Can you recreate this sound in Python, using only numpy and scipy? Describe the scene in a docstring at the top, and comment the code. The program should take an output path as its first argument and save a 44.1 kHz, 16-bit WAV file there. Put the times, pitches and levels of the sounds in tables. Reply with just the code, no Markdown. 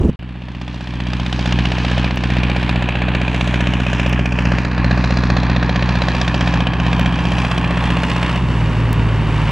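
"""A short gust hits the microphone, then a four-cylinder diesel tractor drones nearer and passes in a field.
The drone is a stack of sine waves tied to the crank. Noise puffs at every firing and barks once a cycle
on one loud cylinder; knocks, block buzz and fan roar join in, and the ground throws part of it back.
Speed and loudness sway as the governor hunts, and a few dry ticks stand out.
Near the end the throttle closes: the bark almost stops, the note sags, and some fuel returns last."""
import sys
import numpy as np
from scipy import signal
from scipy.fft import rfft, irfft, next_fast_len
from scipy.io import wavfile
from scipy.ndimage import uniform_filter1d, map_coordinates

SR = 44100
rng = np.random.default_rng(int(sys.argv[2]) if len(sys.argv) > 2 else 0)


def pcm_store(signal):
    """Save signal as 16-bit PCM."""
    levels = np.round(np.clip(np.atleast_2d(signal), -1, 1) * 32767)
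    wavfile.write(sys.argv[1], SR, levels.astype(np.int16).T)


N = 419391
TIME = np.arange(N) / SR  # s

# the four firings of a cycle, loud cylinder first: delay after the beat [firings],
# puff level_db [dB], decay [firings]
CYLINDERS = [(-0.073, 17.5, 0.34), (-0.065, 9, 0.43), (-0.04, 9.5, 0.42), (0, 4.5, 0.61)]
# how far the engine's flank has turned to the microphone: start_s [s], turn [0 nose on - 1 side on]
FLANK_TURN = [(0, 0.21), (4, 0.049), (5.5, 0.51), (7, 1), (9.5, 1)]
# colour of the exhaust's fizzing treble: pitch_hz [Hz], level_db [dB per Hz, relative]
FIZZ_COLOUR = [(2000, -61), (3400, 4), (4200, 3.5), (5200, 0), (6200, -5), (7200, -12.5), (8500, -36.5),
               (12000, -87)]


def amp(db):
    """Decibels to gain."""
    return 10 ** (np.asarray(db) / 20)


def evened(x):
    """Scales to an rms (average strength) of 1."""
    return x / np.sqrt(np.mean(x ** 2) + 1e-20)


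def steadied(x):
    """Scales to rms 1 over every few engine cycles, so single puffs keep their shape."""
    window = 5740  # samples
    power = uniform_filter1d(uniform_filter1d(x ** 2, size=window), size=window)
    return x / np.sqrt(abs(power) + 1e-20)


def curves(rows):
    """Joins the rows of a table into one curve per column, with a value for every sample."""
    start_s, *columns = np.transpose(rows)
    return [np.interp(TIME, start_s, column) for column in columns]


def colour(x, points):
    """Filters with the given spectrum, never sounding ahead of its input (minimum phase)."""
    pitch_hz, level_db = np.transpose(points)
    f = abs(np.fft.fftfreq(8192, 1 / SR))
    log_gain = np.log(amp(np.interp(np.log(f + 1), np.log(pitch_hz), level_db)))
    taps = np.fft.ifft(np.exp(np.conj(signal.hilbert(log_gain)))).real
    return signal.oaconvolve(x, taps[:len(taps) // 2])[:N]


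def wander(rate_hz):
    """A smooth random curve of rms 1 that varies at rates up to about rate_hz."""
    f = np.fft.rfftfreq(N, 1 / SR)
    smooth = rfft(rng.standard_normal(N)) * np.exp(-(f / rate_hz) ** 2)
    return evened(irfft(smooth, N))


def resonate(x, hz, width_hz):
    """A resonance of gain 1 that follows the curve hz: shift it to 0 Hz, smooth, shift back."""
    turn = np.exp(2j * np.pi * np.cumsum(hz) / SR)
    r = np.exp(-np.pi * width_hz / SR)
    return 2 * (turn * signal.lfilter([1 - r], [1, -r], x / turn)).real


def gust(end_s=0.1045, fade_s=0.0092, lump_db=4, level_db=-12):
    """Wind buffets the microphone for a moment: mostly low noise that comes in lumps."""
    # colour of the wind: pitch_hz [Hz], level_db [dB per Hz, relative]
    wind_colour = [(15, -35), (25, -19), (54, 1.5), (143, 0), (250, -3.5), (426, -12), (620, -24.5),
                   (1100, -31.5), (3000, -66), (6000, -54), (10000, -64), (15000, -75)]
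    wind = colour(rng.standard_normal(N), wind_colour) * amp(lump_db * np.tanh(wander(70)))
    fade = np.clip((end_s - TIME) / fade_s + .5, 0, 1)
    return amp(level_db) * wind / np.std(wind[TIME < end_s]) * fade


def governor(time):
    """The governor hunts: two slow swings of the speed that beat, in firings per second."""
    # rate [swings per second], depth [firings per second], time of a crest [s]
    swings = [(2.376, 0.19, 0.008), (2.032, 0.2, 0.245)]
    return sum(depth * np.cos(2 * np.pi * rate * (time - crest)) for rate, depth, crest in swings)


def surge(swing_db=2, lead_s=0.17, ease_s=0.075):
    """Loudness in dB that fuel adds or takes: extra fuel is heard before the speed rises."""
    # the load lets up for a moment and the governor trims the fuel: middle of the dip [s], level_db [dB]
    eases = [(2.17, -3), (4.3, -2), (4.7, -2.5), (6.76, -1), (8.39, -2)]
    dips = sum(db * np.exp(-((TIME - s) / ease_s) ** 2) for s, db in eases)
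    return swing_db * governor(TIME + lead_s) + dips  # swing_db per firing a second


def facing(nose_db, side_db):
    """A level that moves between its nose-on and side-on values as the tractor turns its flank."""
    return nose_db + (side_db - nose_db) * curves(FLANK_TURN)[0]


def drone(firings, throttle, lift_db, lag=1.26, uneven_lag=0.017, ring_lag=0.08,
          soften_db=-8, hoot_db=4, waver=0.096, side_waver=0.14):
    """Pressure waves from the stack; unequal cylinders fill in the orders between the firing lines."""
    # order [waves per four-stroke cycle], level_db [dB, before the changes below]
    orders = [(1, -13), (2, -11.5), (3, -31), (4, 0), (5, -17.5), (6, -28), (7, -36), (8, -1.43), (9, -18),
              (10, -34), (11, -12), (12, -5), (13, -11.5), (14, -40), (15, -20), (16, -10), (17, -18),
              (18, -50), (19, -12.5), (20, -28), (21, -68), (22, -38.5), (23, -25.5)]
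    boom_order = 11
    cylinders = len(CYLINDERS)
    # less fuel: rounder, hollower pulses
    soft = amp(soften_db * (1 - throttle))
    hoot = amp(hoot_db * (1 - throttle))
    wavers = [1 + side_waver * wander(3.8) for _ in CYLINDERS]
    out = np.zeros(N)
    for order, db in orders:
        gain = amp(db) * min(order / cylinders, 1) ** 2  # an open pipe radiates little below the firing rate
        late = lag  # in firings
        if order % cylinders:
            gain = gain * wavers[order % cylinders]
            late = late + uneven_lag
        if order == boom_order:  # this order rings on in the pipe
            gain = gain * amp(lift_db)
            late = late + ring_lag
        elif order > boom_order:
            gain = gain * soft
        elif order == 2 * cylinders:
            gain = gain * hoot
        out -= gain * np.sin(2 * np.pi * order * (firings - late) / cylinders)
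    low = signal.sosfilt(signal.butter(6, 145, fs=SR, output="sos"), out)
    return out / np.std(low) * (1 + waver * wander(5.7))  # the part below 145 Hz sets the level


def per_cycle(firings, spread_db):
    """A random gain, new for each cycle of four firings."""
    cycle = (firings // len(CYLINDERS)).astype(int)
    return amp(spread_db * np.clip(rng.standard_normal(N), -2, 2))[cycle]


def puffs(firings, throttle, bark_db, rise=0.095, coast=0.4, spread_db=1.8):
    """Gas flow: each exhaust valve lets out a jet that dies away; the first cylinder barks."""
    flow = np.ones(N)
    for k, (delay, db, decay) in enumerate(CYLINDERS):
        since = firings - k - delay + len(CYLINDERS)
        age = since % len(CYLINDERS)  # in firings, as are rise and decay
        if k == 0:
            strength = throttle * amp(bark_db)
        else:
            strength = coast + (1 - coast) * throttle
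        jet = (1 - np.exp(-(age / rise) ** 2)) * np.exp(-age / decay)
        flow += (amp(db) * strength * per_cycle(since, spread_db) * jet) ** 2
    return np.sqrt(flow)


def turbulence(firings, repeat):
    """Noise of which a share returns at the same crank angle each cycle, its pattern slowly changing."""
    size = 2870  # steps in a cycle
    place = (firings / len(CYLINDERS) % 1 * size).astype(int)
    patterns = rng.standard_normal((7, size))
    stage = TIME / TIME[-1] * (len(patterns) - 1)
    locked = np.zeros(N)
    for k, pattern in enumerate(patterns):
        locked += pattern[place] * np.sqrt(np.clip(1 - abs(stage - k), 0, 1))  # crossfade
    share = np.clip(repeat, 0, 1)
    return np.sqrt(share) * locked + np.sqrt(1 - share) * rng.standard_normal(N)


def rumble(flow):
    """Low noise that follows the gas flow only faintly."""
    # pitch_hz [Hz], level_db [dB per Hz, relative]
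    rumble_colour = [(20, -31.5), (45, -10), (90, 3.5), (170, 2), (260, 0), (400, -6.5), (600, -12.5),
                     (900, -21), (1500, -26.5), (4000, -63.5)]
    return steadied(colour(rng.standard_normal(N) * flow ** 0.14, rumble_colour))


def roar(firings, flow):
    """The steady roar of fan and block: noise that hardly follows the puffs."""
    # pitch_hz [Hz], level_db [dB per Hz, relative]
    roar_colour = [(500, -28.5), (700, -5), (850, 3), (1100, 4.5), (1300, -6.5), (1700, -7), (3000, -45),
                   (8000, -94)]
    return steadied(colour(turbulence(firings, repeat=0.24) * flow ** 0.05, roar_colour))


def buzz(firings, flow):
    """The engine block buzzes in step with the crank: noise that repeats every cycle."""
    # pitch_hz [Hz], level_db [dB per Hz, relative]
    buzz_colour = [(220, -29), (350, 1), (450, -3.5), (580, -10), (720, -1.5), (850, -9.5), (1200, -10.5),
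                   (2500, -46.5), (8000, -95)]
    return steadied(colour(turbulence(firings, repeat=1.0) * flow ** .5, buzz_colour))


def thump(firings, speed, ring_hz=630, width_s=0.0013, spread_db=1.3):
    """The loud cylinder's valve opens with a short hollow knock: a sine wave that swells and dies."""
    since = firings + 2
    t = (since % len(CYLINDERS) - 2) / speed  # s from the middle of the knock
    knock = np.exp(-(t / width_s) ** 2) * np.sin(2 * np.pi * ring_hz * t)
    return evened(knock * per_cycle(since, spread_db))


def panel(knock, pitch_hz=576, width_hz=18):
    """Some sheet-metal panel rings on after every knock, at one narrow resonance."""
    return evened(resonate(knock, np.full(N, pitch_hz), width_hz))


def ground(x, comb):
    """The grazing echo off the soil comes back inverted and combs the sound."""
    # echo: start_s [s], delay_ms [ms], strength [share, scaled by comb]
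    soil_echo = [(0, 1.19, 0.2), (1.3, 1.42, 0.06), (4, 1.41, 0.03), (5, 1.334, 0.18), (7, 1.44, 0.2),
                 (8.2, 1.25, 0.32), (9.5, 1.19, 0.2)]
    # a hollow that sweeps down the treble, then part way up again, as the tractor passes:
    # start_s [s], pitch_hz [Hz], depth [0-1]
    sweep = [(2.2, 6900, 0), (2.8, 5750, 0.6), (4.1, 4400, 0.73), (4.6, 3620, 0.79), (5.4, 3120, 0.7),
             (6, 3340, 0.52), (7, 3960, 0.42)]
    delay_ms, strength = curves(soil_echo)
    late = map_coordinates(x, [np.arange(N) - delay_ms * SR / 1000], order=3)
    x = x - np.clip(comb * strength, 0, .9) * late
    hollow_hz, depth = curves(sweep)
    return x - depth * resonate(x, hollow_hz, width_hz=2900)


def jet_noise(firings, flow, spectrum, sharpness, grain_db, repeat, comb, ring, scatter=0.075):
    """Grainy turbulence whose strength follows the gas flow raised to the power sharpness."""
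    # the bark rings at a pitch that shifts with the angle to the stack:
    # start_s [s], pitch_hz [Hz, before scatter], gain [factor, scaled by ring]
    bark_ring = [(0, 3200, 0.2), (1.6, 3220, 1), (2.4, 2400, 0.76), (4.3, 2620, 1.6), (4.8, 4120, 1.3),
                 (5.6, 4300, 1), (6.2, 3490, 1.9), (7.1, 3110, 1.6), (8.4, 2930, 0.3)]
    grain = amp(grain_db * wander(680))
    jet = colour(turbulence(firings, repeat) * grain * flow ** sharpness, spectrum)
    ring_hz, ring_gain = curves(bark_ring)
    ring_hz = ring_hz * np.exp(scatter * wander(13))  # no two barks ring quite alike
    jet = jet + ring * ring_gain * resonate(jet * flow / np.max(flow), ring_hz, width_hz=330)
    return steadied(ground(jet, comb))


def rasp(firings, flow):
    """The middle band of the exhaust's jet noise."""
    # pitch_hz [Hz], level_db [dB per Hz, relative]
    rasp_colour = [(250, -30), (500, -4.5), (800, -0.5), (1100, -3), (1350, -2), (1700, 3.5), (2050, -2.5),
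                   (2400, 2.5), (3100, -1), (3700, -7.5), (4600, -15), (8000, -84), (14000, -100)]
    return jet_noise(firings, flow, rasp_colour, sharpness=0.85, grain_db=2.0, repeat=0.19, comb=1.0, ring=1.6)


def fizz(firings, flow):
    """The treble of the jet noise, which follows the puffs most steeply."""
    return jet_noise(firings, flow, FIZZ_COLOUR, sharpness=1.33, grain_db=-3.0, repeat=0.17, comb=1.15, ring=2.1)


def hiss(firings, flow):
    """The top of the jet noise, with no ringing of the bark."""
    # pitch_hz [Hz], level_db [dB per Hz, relative]
    hiss_colour = [(5000, -49), (6800, 1.5), (8200, 1.5), (9500, -6), (11500, -12.5), (13500, -24),
                   (16000, -38)]
    return jet_noise(firings, flow, hiss_colour, sharpness=1.21, grain_db=-0.5, repeat=0.15, comb=1.5, ring=0)


def scattered_fizz(flow):
    """Treble that the field scatters: noise that follows the gas flow, without the ground's echo."""
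    return steadied(colour(rng.standard_normal(N) * flow, FIZZ_COLOUR))


def tractor():
    """All layers ride on one crankshaft; returns the direct sound and the scattered treble."""
    # speed that the governor aims at: start_s [s], speed [firings per second]
    aimed_speed = [(0.04, 61.93), (1.9, 61.34), (2.06, 62.17), (2.2, 61.45), (5.86, 61.23), (5.96, 61.81),
                   (6.67, 61.23), (6.92, 61.81), (8.31, 61.32), (8.42, 64.85), (8.52, 58.89), (8.73, 54.68),
                   (8.83, 57.53), (9.18, 54.27)]
    # throttle: start_s [s], share of fuel [0-1]
    fuel = [(8.36, 0.96), (8.43, 0.3), (9.1, 0.08), (9.5, 0.4)]
    # loudness as the tractor draws near: start_s [s], drone level_db [dB], exhaust rasp level_db [dB]
    approach = [(0.25, -29.5, -41.5), (0.9, -26.5, -33.5), (1.1, -23.5, -30.5), (1.6, -17.5, -24.5),
                (3, -19, -24), (4.3, -18, -23.5), (5, -16.5, -24), (6.3, -18, -23.5), (7.3, -19.5, -25),
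                (8.2, -19, -23.5), (9.5, -21, -21.5)]
    # treble against the rasp: start_s [s], fizz level_db [dB], top hiss level_db [dB]
    treble = [(0.25, -22, -37.6), (0.8, -11.5, -31.1), (1.5, -10.5, -32), (3.1, -20.5, -38.5),
              (3.6, -16.5, -32.5), (4.3, -21.5, -37), (5.1, -17, -42), (5.9, -17, -41.5),
              (6.25, -12, -33.5), (7, -18.5, -36.5), (7.8, -17, -28.5), (9.5, -20.0, -30)]

    speed = curves(aimed_speed)[0] + governor(TIME)
    firings = np.cumsum(speed) / SR + 2.0588  # where the crank stands in its cycle at the start
    throttle = np.clip(curves(fuel)[0], 0, 1)
    coasting = 1 - throttle

    # with little fuel the stack booms more and rasps less
    surge_db = surge()
    near_drone_db, near_rasp_db = curves(approach)
    drone_db = near_drone_db + surge_db + 2.5 * coasting
    rasp_db = near_rasp_db + surge_db - 8 * coasting
    rumble_db = near_drone_db + facing(-13.5, -8) + 6.5 * coasting
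    roar_db = rasp_db + facing(-11.5, -3.8) + 2 * coasting
    air_db = 1.45 * wander(3)  # moving air makes the treble waver
    fizz_db, hiss_db = curves(treble) + rasp_db + air_db

    # around 5.9 s the mouth of the stack points at the microphone and the bark stands out more
    aim_db = 1.5 * np.exp(-((TIME - 5.9) / 0.7) ** 2)
    flow = puffs(firings, throttle, bark_db=facing(1.3, -0.86) + aim_db)
    knock = thump(firings, speed)

    direct = amp(drone_db + 0.38) * drone(firings, throttle, lift_db=facing(1.5, 10))
    direct += amp(rumble_db) * rumble(flow)
    direct += amp(roar_db) * roar(firings, flow)
    direct += amp(rasp_db - 11) * throttle * buzz(firings, flow)
    direct += amp(rasp_db + facing(-9, -11)) * throttle * knock
    direct += amp(rasp_db + facing(-20.5, -17)) * throttle * panel(knock)
    direct += amp(rasp_db - 1.43) * rasp(firings, flow)
    direct += amp(fizz_db + 1.1) * fizz(firings, flow)
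    direct += amp(hiss_db + 2.5) * hiss(firings, flow)
    scattered = amp(fizz_db - 13.5) * scattered_fizz(flow)
    return direct, scattered


def ticks(gain_db=6):
    """A few dry, sharp ticks, each a single sample."""
    # start_s [s], level_db [dB peak, before gain_db]
    tick_times = [(2.1592, -25), (4.0946, -23), (6.9958, -20), (8.9301, -12.5)]
    out = np.zeros(N)
    for start_s, level_db in tick_times:
        out[round(start_s * SR)] = amp(level_db + gain_db)
    return out


def scene():
    """Nearly mono: the two microphone ports differ a little, and the left lags as the tractor turns side on."""
    # the difference between the ports: pitch_hz [Hz], level_db [dB, relative]
    width = [(60, -27), (83, -13), (120, -15.5), (160, -2.5), (220, -16), (310, -8.5), (420, -1.5),
             (590, -55), (810, -69), (1130, -15.5), (1560, -11.5), (2160, -17.5), (2990, -20.5),
             (4140, -17.5)]
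    direct, scattered = tractor()
    mid = direct + gust() + ticks()
    turned = signal.hilbert(direct, next_fast_len(N))[:N].imag  # a quarter turn: the left port lags
    late = np.interp(TIME - .011, TIME, direct)  # 11 ms later
    side = colour(0.27 * turned + 0.32 * late, width) + scattered
    lag = 0.017 * curves(FLANK_TURN)[0] * SR / 1000  # up to 0.017 ms, in samples
    side -= lag / 2 * np.gradient(direct)  # a slope times a small time acts as a shift
    balance_db = [[-.42], [.42]]  # left, right
    return np.array([mid + side, mid - side]) * amp(balance_db)


def record(dry):
    """The sound drops out for an instant after the gust; then everything above 15.8 kHz is cut."""
    live = (TIME < .159) | (TIME > .191)
    edge = signal.firwin(511, 15800, window=("kaiser", 9), fs=SR)
    return signal.oaconvolve(dry * live, edge[None], "same")


dry = scene()
out = record(dry)
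pcm_store(out)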